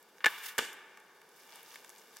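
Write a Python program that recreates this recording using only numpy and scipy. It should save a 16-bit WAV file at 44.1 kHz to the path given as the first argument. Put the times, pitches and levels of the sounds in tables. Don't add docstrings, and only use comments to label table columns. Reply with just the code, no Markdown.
import sys
import numpy as np
from scipy import signal
from scipy.fft import rfft, irfft, next_fast_len
from scipy.io import wavfile
from scipy.ndimage import map_coordinates

SR = 44100
rng = np.random.default_rng(int(sys.argv[2]) if len(sys.argv) > 2 else 0)


def generate_wav(sig):
    pcm = np.round(np.clip(np.atleast_2d(sig).T, -1, 1) * 32767).astype(np.int16)
    wavfile.write(sys.argv[1], SR, pcm)


N = 97020


# start_s [s], level_db [dB]
AIR_LEVEL = [(0, -63.5), (.7, -63), (1.3, -62), (2.2, -61)]
# pitch_hz [Hz], level_db [dB per Hz]
AIR_SPECTRUM = [(25, -24), (70, -34), (130, -11.5), (200, -3), (290, -3), (430, 6), (700, -1), (1500, 1.5),
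                (2500, -9), (4500, -10), (9000, -20), (16000, -23)]
# start_s [s], level_db [dB]
RUSTLE_LEVEL = [(0, -72.5), (.3, -74), (.9, -72.5), (1.31, -68), (1.39, -59.5), (1.48, -60.5), (1.55, -55),
                (1.62, -58.5), (1.75, -54), (1.82, -61), (1.98, -59), (2.1, -62.5), (2.2, -57.5)]
# pitch_hz [Hz], level_db [dB per Hz]
LEAF_SPECTRUM = [(40, -24), (150, -24), (500, -14.5), (1000, -0.5), (1700, 3), (3200, -1), (5500, -1.5),
                 (9000, -7), (12800, -2.5), (14200, -8), (16000, -4.5)]
# middle_s [s], half_length_s [s], level_db [dB]
SCUFFS = [(1.552, 0.09, -60), (1.745, 0.12, -66)]
# pitch_hz [Hz], level_db [dB per Hz]
CLOTH_SPECTRUM = [(40, -31), (200, -25), (500, -8), (900, 7.5), (1700, 3.5), (3300, 6), (5000, -11),
                  (14000, -33)]
# start_s [s], knock_db [dB], snap_db [dB], t60_s [s],
# pitch_hz [Hz], pitch_db [dB]
CLICKS = [(0.027, -69, -60, 0.013, 12600, -56), (.183, -50.5, -61, 0.01, 5640, -55.5),
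          (0.461, -47, -45, 0.03, 3400, -59), (0.729, -65, -50, 0.042, 12000, -55),
          (.973, -51.5, -56, 0.023, 1160, -48.5), (1.001, -68, -59, 0.0074, 9000, -58),
          (1.216, -55, -59, 0.026, 2190, -58.5), (1.29, -68, -61, 0.014, 9500, -59.5),
          (1.537, -60, -50, 0.008, 2490, -53), (1.558, -59, -53, 0.0055, 9100, -42.5),
          (1.63, -52, -67, 0.0074, 11500, -47), (1.714, -54, -62, 0.036, 3200, -58),
          (1.744, -51, -57, 0.022, 4600, -52), (1.757, -49, -51, 0.022, 1950, -41),
          (1.846, -48, -50, 0.028, 2200, -58), (1.8939, -47, -41, 0.004, 9800, -44),
          (1.901, -51.5, -54, 0.017, 6030, -48.5), (1.981, -66, -57, 0.045, 6700, -55.5),
          (2.165, -59, -55, 0.024, 2000, -59), (2.169, -45, -40, 0.009, 5500, -46)]
# pitch_hz [Hz], level_db [dB per Hz]
KNOCK_SPECTRUM = [(40, -43), (150, -57.5), (380, -3), (700, -14), (1100, -0.5), (1700, 6.5), (2400, 0),
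                  (3500, -5.5), (5000, -14), (16000, -49.5)]
# pitch_hz [Hz], level_db [dB per Hz]
SNAP_SPECTRUM = [(100, -23), (1000, 4.5), (3000, -12.5), (5000, 5.5), (7500, 7), (10000, 1), (13000, 3),
                 (16000, -5)]
# pitch_hz [Hz], level_db [dB per Hz]
THUD_SPECTRUM = [(40, -38), (100, -34), (170, -14), (260, -11), (420, -2), (700, -8), (1500, -33),
                 (8000, -93)]
# start_s [s], thud_db [dB], knock_db [dB], snap_db [dB], t60_s [s]
STRIKE = [(0.581, -48, -27.5, -31, 0.074), (0.5856, -38, -25.5, -24, 0.016),
          (0.5901, -31.5, -16, -47, 0.01), (0.5951, -50, -30, -46, 0.04), (0.606, -41, -36, -54, 0.046),
          (0.6217, -40.5, -47, -49, 0.022), (0.632, -44.5, -47, -55, 0.017), (.647, -62, -41, -48, 0.065)]
# pitch_hz [Hz], level_db [dB], t60_s [s]
TARGET_BODY = [(280, -11, 0.019), (355, -3, .03), (455, -5, 0.039)]
# start_s [s], level_db [dB]
SHAFT_STOP = (.5903, -18.5)
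# pitch_hz [Hz], level_db [dB], t60_s [s]
CORE_TONES = [(1780, 0, .023), (2850, -11, 0.034)]
# start_s [s], level_db [dB]
FLIGHT_LEVEL = [(.25, -71), (.275, -58), (.33, -56), (.41, -52.5), (.465, -40.5), (.51, -51), (.577, -61.5),
                (.62, -87)]
# pitch_hz [Hz], level_db [dB per Hz]
FEATHER_SPECTRUM = [(200, -39), (900, -10), (1700, 10.5), (3000, 8.5), (4500, 5.5), (9000, 2.5),
                    (13000, 6.5), (15000, 3)]
# start_s [s], knock_db [dB], snap_db [dB], t60_s [s]
RELEASE = [(0.206, -53, -76, 0.37), (0.2420, -31, -56, 0.023), (.2437, -20, -59, 0.019),
           (0.2453, -20.5, -39, 0.032), (.254, -33, -59, 0.044), (0.2591, -8.5, -37, 0.0032),
           (0.2603, -20.5, -24, 0.011), (.2640, -18.5, -32.5, 0.019), (.269, -29.5, -45, 0.071),
           (.282, -29, -59, 0.014)]
# start_s [s], level_db [dB]
BOW_BLOWS = [(0.2451, -25.5), (.2642, -11.5)]
# pitch_hz [Hz], level_db [dB], t60_s [s]
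WOOD_TONES = [(880, -21, 0.035), (1044, -21, 0.034), (1207, -30, 0.05), (1610, -14, 0.034),
              (1741, -0.5, 0.043), (2100, -16, 0.031), (2860, -23, 0.03), (3650, -20, 0.037)]
# start_s [s], level_db [dB]
BOW_ECHO = (.259, -7)
# start_s [s], level_db [dB]
TARGET_ECHO = (.587, -11)
# pitch_hz [Hz], t60_s [s]
FOREST_T60 = [(150, 1.2), (500, 1.26), (1600, 1.9), (3000, 1.19), (6000, 1), (14000, 0.69)]
# pitch_hz [Hz], t60_s [s]
NEAR_T60 = [(200, 0.13), (2000, 0.32), (7000, 0.32), (14000, 0.39)]
# pitch_hz [Hz], level_db [dB per Hz]
BOW_ECHO_SPECTRUM = [(100, -26.5), (400, -14.0), (800, -8.5), (1150, 2.5), (1700, 3), (2400, -0.5),
                     (3400, -3), (4500, -9), (8000, -16), (14000, -12)]
TARGET_ECHO_SPECTRUM = [(100, -33), (380, -1), (700, -8.5), (1150, -3.5), (1700, 0.5), (2400, -3.0),
                        (3400, -4.5), (4500, -15.0), (8000, -16.5), (14000, -28)]
NEAR_ECHO_SPECTRUM = [(200, 3), (900, -9.0), (1700, 0), (2600, 2), (7000, 4.5), (14000, -0.5)]
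# pitch_hz [Hz], likeness [0 unrelated to 1 the same]
ALIKE = [(50, 0.61), (130, 1), (700, 0.9), (1300, 1), (2800, 0.86), (5000, 0.55), (9000, 0.58),
         (14000, 0.4)]
# pitch_hz [Hz], width_hz [Hz], level_db [dB]
HOUSING = [(484, 53, 1), (587, 50, -3), (880, 56, 5), (1057, 44, -3.5), (1100, 28, 1), (1358, 74, -8),
           (1740, 42, 2), (1970, 110, -7), (2280, 150, 2), (2550, 59, -16.5), (2830, 65, 3),
           (3345, 193, -8.5), (3431, 195, 8), (4150, 364, -4)]


def amp(db):
    return 10 ** (np.asarray(db) / 20)


def unit(x):
    return x / np.sqrt(np.mean(x ** 2) + 1e-20)


def along(points, hz):
    f, v = np.transpose(points)
    return np.interp(np.log(hz + 1), np.log(f + 1), v)


def level(rows):
    return amp(np.interp(np.arange(N) / SR, *np.transpose(rows)))


def wobble(rate):
    points = rng.standard_normal(int(N * rate / SR) + 4)
    return map_coordinates(points, [np.arange(N) * rate / SR])


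def coloured(x, gain_db):
    m = 2 * next_fast_len(N)
    gain = unit(amp(gain_db(np.fft.rfftfreq(m, 1 / SR))))
    cepstrum = irfft(np.log(gain + 1e-6), m)
    cepstrum[1:m // 2] *= 2
    cepstrum[m // 2 + 1:] = 0
    response = np.exp(rfft(cepstrum))
    return irfft(rfft(x, m) * response, m)[..., :N]


def stereo(pair, spectrum):
    m = 2 * next_fast_len(N)
    likeness = np.clip(along(ALIKE, np.fft.rfftfreq(m, 1 / SR)), 0, 1)
    turn = np.arccos(likeness) / 2
    mid, side = irfft(rfft(pair, m) * [np.cos(turn), np.sin(turn)], m)[:, :N]
    return coloured(np.array([mid + side, mid - side]), lambda hz: along(spectrum, hz))


def blows(rows, spectrum, push):
    out, t = np.zeros((2, N + SR)), np.arange(SR // 8) / SR
    for start_s, db, t60 in rows:
        fade = amp(-60 * t / t60)
        z = rfft(rng.standard_normal((2, len(t))) * fade)
        even = irfft(z / (abs(z) + 1e-9), len(t))
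        chatter = even * np.sqrt(fade)
        chatter /= np.linalg.norm(chatter, axis=1, keepdims=True)
        chatter[0, 0] += push
        strength = amp(db) * np.linalg.norm(fade) / np.hypot(1, push)
        out[:, round(start_s * SR):][:, :len(t)] += strength * chatter
    return stereo(out[:, :N], spectrum)


def ringing(rows, modes):
    t, ring = np.arange(N) / SR, 0
    for start_s, db in rows:
        age = np.maximum(t - start_s, 0)
        for hz, mode_db, t60 in modes:
            ring = ring + amp(db + mode_db - 60 * age / t60) * np.sin(2 * np.pi * hz * age)
    return ring


def echo(x, t60s, colour, rise_s):
    hz, t, z = signal.stft(rng.standard_normal((2, N)), SR, nperseg=256)
    fade = amp(-60 * t / along(t60s, hz)[:, None])
    build_up = 1 - np.exp(-t / rise_s)
    tail = signal.istft(z * fade * build_up, SR, nperseg=256)[1][:, :N]
    tail = stereo(tail / np.linalg.norm(tail[0]), colour)
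    return signal.fftconvolve(x.mean(axis=0)[None], tail, axes=1)[:, :N]


def forest_air():
    sway_db = 0.17
    sway = amp(sway_db * wobble(8.3))
    return level(AIR_LEVEL) * sway * stereo(rng.standard_normal((2, N)), AIR_SPECTRUM)


def forest(start_s, db, colour):
    pulse = np.zeros((1, N))
    pulse[0, round(start_s * SR)] = amp(db)
    return echo(pulse, FOREST_T60, colour, rise_s=0.004)


def crackles(count):
    low_hz, high_hz = 4500, 13500
    life_cycles, spread_db = 1.3, 16
    out, t = np.zeros((2, N + SR)), np.arange(SR // 200) / SR
    for when, pitch, size, side in rng.random((count, 4)):
        hz = low_hz + pitch * (high_hz - low_hz)
        fade = np.exp(-hz * t / life_cycles)
        tick = amp(-spread_db * size) * np.sin(2 * np.pi * hz * t) * fade
        out[:, int(when * N):][:, :len(t)] += np.outer([1, 2 * (2 * side - 1)], tick)
    return unit(out[:, :N])


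def handling():
    t = np.arange(N) / SR
    grain_db, clump_db, catch_db = 2.5, 0.8, 2
    grain_level = amp(grain_db * wobble(900) + clump_db * wobble(50.2))
    grains = unit(rng.standard_normal((2, N)) * grain_level)
    leaves = unit(grains + .55 * crackles(count=900))
    rustle = level(RUSTLE_LEVEL) * stereo(leaves, LEAF_SPECTRUM)
    rubbing = unit(rng.standard_normal((2, N)) * amp(catch_db * wobble(220)))
    swell = sum(amp(db) * np.exp(-((t - middle_s) / half_s) ** 2) for middle_s, half_s, db in SCUFFS)
    return rustle + swell * stereo(rubbing, CLOTH_SPECTRUM)


def clicks():
    rows, age = np.array(CLICKS), np.arange(SR // 8) / SR
    knocks = blows(rows[:, [0, 1, 3]], KNOCK_SPECTRUM, push=0.062)
    snaps = blows(rows[:, [0, 2, 3]], SNAP_SPECTRUM, push=0.15)
    out = knocks + snaps
    width_share, ring_longer = .22, 1.5
    for start_s, _, _, t60, hz, db in CLICKS:
        peak = signal.iirpeak(min(hz, 15000), 1 / width_share, fs=SR)
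        band = signal.lfilter(*peak, rng.standard_normal(len(age)))
        pitched = unit(band) * amp(db - 60 * age / (t60 * ring_longer))
        start = round(start_s * SR)
        out[:, start:start + len(age)] += pitched[:N - start]
    return out


def target():
    rows = np.array(STRIKE)
    bass_hz, near_db = 230, -7.5
    no_bass = signal.butter(4, bass_hz, 'high', fs=SR, output='sos')
    body = signal.sosfilt(no_bass, ringing(rows[:, [0, 1]], TARGET_BODY))
    thud = blows(rows[:, [0, 1, 4]], THUD_SPECTRUM, push=0.28) + body
    knocks = blows(rows[:, [0, 2, 4]], KNOCK_SPECTRUM, push=0.6)
    snaps = blows(rows[:, [0, 3, 4]], SNAP_SPECTRUM, push=0.22)
    crack = knocks + snaps + ringing([SHAFT_STOP], CORE_TONES)
    near = echo(crack, NEAR_T60, NEAR_ECHO_SPECTRUM, rise_s=0.024)
    far = forest(*TARGET_ECHO, TARGET_ECHO_SPECTRUM)
    return thud + crack + amp(near_db) * near + far


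def flight():
    flutter_db = 2.5
    flutter = amp(flutter_db * wobble(88.3))
    return level(FLIGHT_LEVEL) * flutter * stereo(rng.standard_normal((2, N)), FEATHER_SPECTRUM)


def bow():
    rows = np.array(RELEASE)
    knocks = blows(rows[:, [0, 1, 3]], KNOCK_SPECTRUM, push=0.7)
    snaps = blows(rows[:, [0, 2, 3]], SNAP_SPECTRUM, push=0.35)
    ring = ringing(BOW_BLOWS, WOOD_TONES)
    bass_hz = 260
    no_bass = signal.butter(2, bass_hz, 'high', fs=SR, output='sos')
    direct = signal.sosfilt(no_bass, knocks + snaps + ring)
    width = 0.74
    middle = direct.mean(axis=0)
    direct = middle + width * (direct - middle)
    return direct + forest(*BOW_ECHO, BOW_ECHO_SPECTRUM)


def scene():
    left_db = 0.18
    mix = forest_air() + handling() + clicks() + target() + flight() + bow()
    return mix * amp([[left_db], [-left_db]])


def record(dry):
    top_hz = 15950

    def housing_db(hz):
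        return sum(db * np.exp(-((hz - centre) / width) ** 2) for centre, width, db in HOUSING)

    x = coloured(dry, housing_db)
    m = 2 * next_fast_len(N)
    passes = np.fft.rfftfreq(m, 1 / SR) < top_hz
    return irfft(rfft(x, m) * passes, m)[:, :N]


dry = scene()
out = record(dry)
generate_wav(out)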